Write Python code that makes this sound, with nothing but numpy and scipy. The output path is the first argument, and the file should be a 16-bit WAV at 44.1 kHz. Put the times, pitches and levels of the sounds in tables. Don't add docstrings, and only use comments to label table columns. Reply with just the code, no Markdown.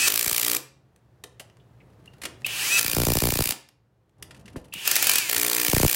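import sys
import numpy as np
from scipy import signal
from scipy.fft import rfft, irfft
from scipy.io import wavfile
from scipy.ndimage import uniform_filter1d

SR = 44100
rng = np.random.default_rng(int(sys.argv[2]) if len(sys.argv) > 2 else 0)


def int16_out(signal):
    q = np.round(np.clip(np.atleast_2d(signal).T, -1, 1) * 32767)
    wavfile.write(sys.argv[1], SR, q.astype(np.int16))


N = 262395
TIME = np.arange(N) / SR

# frequency_hz, gain_db
IMPACT_SPECTRUM = [(70, -40), (130, -23.5), (260, -16), (400, -13), (600, -11.5), (1050, -9), (1450, -10),
                   (2100, -5.5), (2450, -2.5), (3500, -5.5), (4400, -6), (8000, -4), (12500, -3),
                   (15000, -2), (16000, -5.5)]
# frequency_hz, gain_db
CLICK_SPECTRUM = [(120, -21.5), (200, -2), (440, -10.5), (836, -11.5), (1560, -8.5), (1870, -2),
                  (2130, -6.5), (2800, -3), (3620, -9.5), (4270, -8.5), (7010, -11.5), (10100, -10),
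                  (16000, -25)]


def hammer(blow_rates, blow_db, tilt_db, lift_s=.004, jitter_s=.00005, likeness=.3, light_grip_db=-38):
    # time_from_hit_s, level_db
    blow_shape = [(-.0075, -37), (-.004, -11.5), (-.0006, -10.5), (0, 2), (.001, -1.7), (.0028, -9.5),
                  (.006, -21), (.012, -35)]
    # pitch_hz, level_db, t60_s
    wheel_modes = [(133, -60.5, 1), (222.1, -67, 1.2), (296, -62, 1.1), (336, -48.5, .22),
                   (540, -57.5, 0.79), (693, -55, 0.17), (1104, -56.5, .2), (2781, -76, .9)]
    # pitch_hz, bandwidth_hz, level_db
    cam_modes = [(340, 100, -1), (450, 600, -9), (1050, 130, -4.5), (1890, 150, -5)]
    # start_s, end_s, coupling_db
    leans = [(.03, .12, -35), (.42, .58, -32), (5.32, 5.6, -28.5)]
    times, rate = np.transpose(blow_rates)
    t = np.arange(times[0], times[-1], 1 / SR)
    count = np.cumsum(np.interp(t, times, rate)) / SR
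    hits = np.interp(np.arange(int(count[-1]) + 1), count, t)
    hits += jitter_s * rng.standard_normal(len(hits))
    age, shape_db = np.transpose(blow_shape)
    envelope = amp(np.interp(np.arange(age[0], age[-1], 1 / SR), age, shape_db))
    ring_t = TIME[:SR]
    ring = sum(amp(db - 60 * ring_t / t60) * np.sin(2 * np.pi * hz * ring_t)
               for hz, db, t60 in wheel_modes)
    knock = sum(amp(db) * np.exp(-np.pi * width * ring_t) * np.cos(2 * np.pi * hz * ring_t)
                for hz, width, db in cam_modes)
    coupling = amp(light_grip_db) + swell(leans, rise_s=.059, fall_s=.12)
    crash, wheel = np.zeros((2, N))
    faces = np.sqrt(likeness) * rng.standard_normal(len(envelope))
    for hit in hits:
        force_db = blow_db + .7 * rng.standard_normal()
        grit = faces + np.sqrt(1 - likeness) * rng.standard_normal(len(envelope))
        add(crash, hit + age[0], amp(force_db) * envelope * grit)
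        add(wheel, hit - lift_s, np.interp(hit, TIME, coupling) * knock + rng.standard_normal() * ring)
    return housing(colour(crash, IMPACT_SPECTRUM, tilt_db), gain_db=-2) + wheel


def motor(speeds, rasp_db, whine_db, buzz_db, seat_db, full_speed_hz=200, seat_s=.016):
    # rotor_multiple, level_db
    gear_orders = [(10, -14.5), (13, 3), (20, -13.5), (30, -5.5), (40, -9)]
    # frequency_hz, gain_db
    gear_spectrum = [(71, -45.5), (120, -13), (200, -21.5), (362, -12.5), (445, -21), (1400, -14.5),
                     (1900, -9), (2110, -18), (2530, -4), (3520, -11), (8140, -8), (15000, -14),
                     (16000, -12)]
    # start_s, end_s, level_db
    chatter_spans = [(4.845, 5.19, -25.5)]
    times, turns = np.transpose(speeds)
    t = np.arange(times[0], times[-1], 1 / SR)
    rotor_hz = np.interp(t, times, turns)
    speed = rotor_hz / full_speed_hz
    seating = amp(seat_db) * np.exp((t - times[-1]) / seat_s)
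    chatter = np.interp(t, TIME, swell(chatter_spans, rise_s=.011, fall_s=.06))
    rasp_gain = np.sqrt((amp(rasp_db) * speed) ** 2 + seating ** 2 + chatter ** 2)
    flare_db = 12 * np.exp(-((rotor_hz - 197.5) / 8) ** 2)
    whine_gain = speed ** 2.2 * amp(whine_db + flare_db)
    buzz_gain = amp(buzz_db - 6.5 * speed ** 2)
    drift, grit, chop = rng.standard_normal((3, len(t)))
    wobble = .007 * unit(uniform_filter1d(drift, size=200))
    angle = 2 * np.pi * np.cumsum(rotor_hz * (1 + wobble)) / SR
    mesh = sum(amp(db) * np.sin(k * angle) for k, db in gear_orders)
    whine = unit(housing(mesh, gain_db=-.5))
    shaft = sum(rng.standard_normal() * np.sin(k * angle + 2 * np.pi * rng.random())
                for k in range(5, 48))
    teeth = colour(unit(grit) + amp(-9) * unit(shaft), gear_spectrum)
    rasp = unit(housing(teeth, gain_db=-3.5))
    buzz = unit(resonate_twice(chop, hz=2810, width_hz=900))
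    sound = rasp_gain * rasp + whine_gain * whine + buzz_gain * buzz
    return sound * signal.windows.tukey(len(t), .01)


def housing(x, gain_db):
    # pitch_hz, bandwidth_hz, gain_db
    modes = [(1756, 120, -2), (2372, 83, 2.5), (2660, 76, -20), (4650, 890, -5.5)]
    return x + amp(gain_db) * sum(amp(db) * resonate(x, hz, width) for hz, width, db in modes)


def chirps(first_period_s=.000403, stretch=.76, blows_per_s=59.5, fade_db_per_s=55):
    # age_s, amplitude
    shape = [(0, 0), (.0003, 0.61), (.003, 1), (.007, 0.38), (0.01, .45), (0.016, 1), (.019, 0)]
    # start_s, first_level_db, chirp_count, spacing_blows
    runs = [(0.263, -30, 2, 3), (2.8463, -29, 2, 2), (2.933, -27, 1, 1), (2.9669, -16, 5, 1),
            (3.069, -15, 4, 1), (3.154, -17, 2, 1), (3.221, -16, 5, 1), (3.3228, -19.5, 2, 2),
            (3.39, -16.5, 2, 1), (3.4575, -29, 2, 2), (4.559, -27.5, 1, 1), (5.6824, -25.5, 1, 1),
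            (5.7325, -12, 3, 2), (5.8319, -10.5, 2, 1)]
    age, size = np.transpose(shape)
    t = TIME[:int(age[-1] * SR)]
    cycles = np.cumsum(1 / (first_period_s + stretch * t)) / SR
    wave = np.sin(2 * np.pi * cycles - 1.2) * np.interp(t, age, size)
    out = np.zeros(N)
    for start, db, count, step in runs:
        for blow in np.arange(round(count)) * round(step):
            delay = blow / blows_per_s
            direction = (-1) ** ((blow + 1) // 2)
            add(out, start + delay, direction * amp(db - fade_db_per_s * delay) * wave)
    return butterworth(out, 1, hz=25, side="high")


def squeaks(overtone_db=-32):
    # start_s, level_db, pitch_hz, length_s
    touches = [(2.076, -38.5, 2800, 0.0078), (2.445, -16, 2592, 0.0081), (4.723, -31, 2660, 0.01)]
    out = np.zeros(N)
    for start, db, hz, length in touches:
        phase = 2 * np.pi * hz * TIME[:int(length * SR)]
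        tone = np.sin(phase) + amp(overtone_db) * sum(np.sin(k * phase) for k in range(2, 5))
        add(out, start, amp(db) * tone * signal.windows.tukey(len(tone), .7))
    return out


def rattles():
    # start_s, relative_db
    knocks = [(.081, -13), (2.464, -16), (4.737, -22.5), (4.875, -6.5), (4.913, -6), (4.955, -8),
              (4.963, -5), (5.025, -7), (5.042, -12), (5.069, -4.5), (5.094, -2.5), (5.114, -8.5),
              (5.134, -10.5), (5.156, -6), (5.183, -8)]
    out = np.zeros(N)
    for start, db in knocks:
        add(out, start, amp(db - 4) * burst(decay_s=.003, rise_share=.41))
    return housing(colour(out, IMPACT_SPECTRUM), gain_db=-8)


def clicks(treble_hz=5000):
    # start_s, relative_db, treble_over_middle_db, decay_s
    touches = [(0.961, -56.5, 11.5, .0019), (1.238, -28.5, 1, 0.0035), (1.396, -35, 3, 0.0089),
               (1.498, -48.5, -14, 0.0028), (1.569, -51, -6, 0.0026), (2.058, -44.5, -1, .0025),
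               (2.134, -49, -14, .005), (2.216, -34, 3, 0.0084), (2.234, -26.5, -4, 0.0081),
               (2.252, -21, -1.5, 0.0065), (2.419, -35.5, -15, 0.001), (3.521, -21, 6, 0.0026),
               (3.688, -42.5, 1.5, .0021), (4.094, -61.5, 1.5, .002), (4.225, -32, 6, 0.0036),
               (4.308, -35.5, -20, 0.0062), (4.345, -42, -15, 0.0066), (4.456, -43, -11, 0.0081),
               (4.479, -38.5, -16, 0.0061), (4.561, -41, 0.5, 0.011), (5.364, -13.5, 3, 0.0031)]
    out = np.zeros(N)
    for start, db, treble_db, decay in touches:
        touch = burst(decay, rise_share=.2)
        middle = butterworth(touch, 1, treble_hz, "low")
        add(out, start, amp(db - 3) * (middle + amp(treble_db) * (touch - middle)))
    return colour(out, CLICK_SPECTRUM)


def clinks_and_bumps():
    # start_s, level_db, pitch_hz
    clinks = [(1.598, -61.5, 3100), (1.802, -55.5, 2260)]
    # start_s, relative_db, pitch_hz, decay_s
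    bumps = [(1.24, -49, 450, .0097), (1.399, -49.5, 655, 0.011), (1.789, -53.5, 129, 0.02),
             (2.253, -44, 330, 0.021), (4.37, -44, 122, .02), (4.445, -45.5, 170, 0.0097),
             (4.54, -40.5, 229, 0.012), (4.558, -30, 463, 0.0037), (4.561, -28.5, 220, 0.0058),
             (4.746, -41, 175, 0.013), (5.345, -45.5, 98, .021)]
    out = np.zeros(N)
    for start, db, hz in clinks:
        add(out, start, amp(db) * ringing(burst(.0091, rise_share=.18), hz, width_hz=650))
    for start, db, hz, decay in bumps:
        add(out, start, amp(db - 2) * ringing(burst(decay, rise_share=.9), hz, width_hz=.63 * hz))
    return out


def handling(ticks_per_s=70, spread_db=2.5, tick_s=.005):
    # start_s, end_s, rumble_db, ticking_db
    moves = [(1.753, 2.798, -60, -69.5), (4.147, 4.663, -51, -61.5)]
    # frequency_hz, gain_db
    rumble_spectrum = [(25, -30), (60, 3), (130, 1.5), (250, -8), (600, -14), (1100, -20.5), (2000, -34.5),
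                       (16000, -74.5)]
    start, end, rumble_db, tick_db = np.transpose(moves)
    rumble = colour(rng.standard_normal(N), rumble_spectrum, size=8192)
    touches = rng.random(N) < ticks_per_s / SR
    strength = amp(spread_db * np.minimum(rng.exponential(1, N), 4))
    scraping = signal.lfilter([1], [1, -np.exp(-1 / (tick_s * SR))], touches * strength)
    ticks = unit(colour(scraping * rng.standard_normal(N), CLICK_SPECTRUM))
    return (rumble * swell(zip(start, end, rumble_db), rise_s=.067, fall_s=.2)
            + ticks * swell(zip(start, end, tick_db), rise_s=.32, fall_s=.1))


def garage(x, first_echo_s=.004):
    # frequency_hz, t60_s
    decay_times = [(100, .4), (500, 0.37), (1500, 0.39), (4000, 0.38), (8000, 0.3), (15000, .18)]
    # frequency_hz, level_db
    echo_levels = [(100, -21.5), (500, 0), (2500, -10), (6000, -10), (15000, -14)]
    hz, t, noise = signal.stft(rng.standard_normal(SR // 2), SR, nperseg=256)
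    t60 = at_frequency(decay_times, hz)[:, None]
    decay = np.exp(-np.log(1000) * t / t60) * np.sqrt(2 * np.log(1000) / (t60 * SR))
    gain = amp(at_frequency(echo_levels, hz))[:, None]
    tail = signal.istft(noise * decay * gain, SR, nperseg=256)[1]
    wet = np.zeros(N)
    add(wet, first_echo_s, signal.oaconvolve(x, tail))
    return wet


def background(split_hz=95, rumble_db=-63.5, wash_db=-54, sink_s=.37, recover_db_per_s=6.5):
    # frequency_hz, gain_db
    spectrum = [(18, -48), (30, -26.5), (59, 0.5), (95, -3.5), (124, -1), (233, -13), (266, -14.5),
                (364, -12.5), (1860, -28.5), (2230, -33), (3490, -36.5), (8080, -44), (16000, -47)]
    # start_s, end_s, depth_db
    dips = [(0, .7, 10.5), (2.8, 3.7, 15.5), (5, 5.946, 7)]
    low, high = (colour(rng.standard_normal(N), spectrum, size=8192) for _ in range(2))
    rumble = unit(butterworth(low, 2, split_hz, "low"))
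    wash = unit(butterworth(high, 2, split_hz, "high"))
    hum = amp(-3) * unit(resonate_twice(rng.standard_normal(N), hz=118.8, width_hz=20))
    dip_db = np.zeros(N)
    for start, end, depth in dips:
        corners = [start, start + sink_s, end, end + depth / recover_db_per_s]
        dip_db = np.maximum(dip_db, np.interp(TIME, corners, [0, depth, depth, 0]))
    return (amp(rumble_db) * rumble + amp(wash_db) * (wash + hum)) * amp(-dip_db)


def burst(decay_s, rise_share):
    t = TIME[:int(8 * decay_s * SR) + 2]
    envelope = np.exp(-t / decay_s) * (1 - np.exp(-t / (rise_share * decay_s)))
    return rng.standard_normal(len(t)) * envelope / envelope.max()


def resonate(x, hz, width_hz):
    return signal.lfilter(*signal.iirpeak(hz, hz / width_hz, fs=SR), x)


def resonate_twice(x, hz, width_hz):
    return resonate(resonate(x, hz, width_hz), hz, width_hz)


def ringing(x, hz, width_hz):
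    return np.sqrt(SR / width_hz) * resonate_twice(x, hz, width_hz)


def butterworth(x, order, hz, side):
    return signal.lfilter(*signal.butter(order, hz, side, fs=SR), x)


def colour(x, spectrum, tilt_db=0, size=2048):
    hz = np.fft.rfftfreq(size, 1 / SR)
    log_gain = np.log(amp(at_frequency(spectrum, hz) + tilt_db * np.log2(hz + 20)))
    causal_cepstrum = irfft(log_gain)[:size // 2] * np.r_[1, np.full(size // 2 - 1, 2)]
    taps = irfft(np.exp(rfft(causal_cepstrum, size)))
    return signal.oaconvolve(x, taps / np.linalg.norm(taps))[:len(x)]


def swell(spans, rise_s, fall_s):
    return sum(amp(db) * np.clip((TIME - start) / rise_s, 0, 1) * np.clip(1 - (TIME - end) / fall_s, 0, 1)
               for start, end, db in spans)


def at_frequency(points, hz):
    frequency, value = np.transpose(points)
    return np.interp(np.log(hz + 1), np.log(frequency), value)


def amp(db):
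    return 10 ** (np.asarray(db) / 20)


def unit(x):
    return x / np.sqrt(np.mean(x ** 2) + 1e-20)


def add(mix, start_s, sound):
    part = mix[max(round(start_s * SR), 0):][:len(sound)]
    part += sound[:len(part)]


def scene():
    # time_s, blows_per_s
    blow_rates = [
        [(.083, 49.28), (.157, 56.13), (.23, 58.74), (.328, 59.22), (.573, 59.39)],
        [(2.795, 58.03), (3.011, 58.7), (3.191, 59.43), (3.516, 58.98)],
        [(5.297, 59.58), (5.428, 59.44), (5.69, 60.07), (5.952, 61.54)],
    ]
    # relative_db, tilt_db_per_octave
    nuts = [(-13.5, 0.31), (-15.5, 0.7), (-12.5, 0.28)]
    # time_s, turns_per_s
    rotor_speeds = [
        [(0, 191), (.03, 197), (.058, 200), (.084, 141)],
        [(2.445, 9.6), (2.5, 49.6), (2.58, 96), (2.64, 155), (2.72, 195), (2.745, 199), (2.765, 200),
         (2.778, 193), (2.796, 180)],
        [(4.725, 10), (4.83, 71), (4.94, 125), (5.03, 161), (5.12, 182), (5.17, 195), (5.205, 184),
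         (5.297, 154)],
    ]
    # rasp_db, whine_db, buzz_db, seating_db
    motor_levels = [(-20, -34, -51, -12.5), (-22.5, -31.5, -32, -12.5), (-28, -34.5, -37, -36)]
    tool = rattles() + clicks() + clinks_and_bumps() + handling() + squeaks()
    for rates, nut in zip(blow_rates, nuts):
        tool += hammer(rates, *nut)
    for speeds, levels in zip(rotor_speeds, motor_levels):
        add(tool, start_s=speeds[0][0], sound=motor(speeds, *levels))
    mono = amp(-1.64) * (tool + garage(tool)) + chirps() + background()
    return np.tile(mono, (2, 1))


def record(dry, ceiling=.89, edge_hz=16000):
    rounded = ceiling * np.tanh(dry / ceiling)
    taps = signal.firwin(511, edge_hz, window=("kaiser", 9), fs=SR)
    return signal.oaconvolve(rounded, taps[None], "same")


dry = scene()
out = record(dry)
int16_out(out)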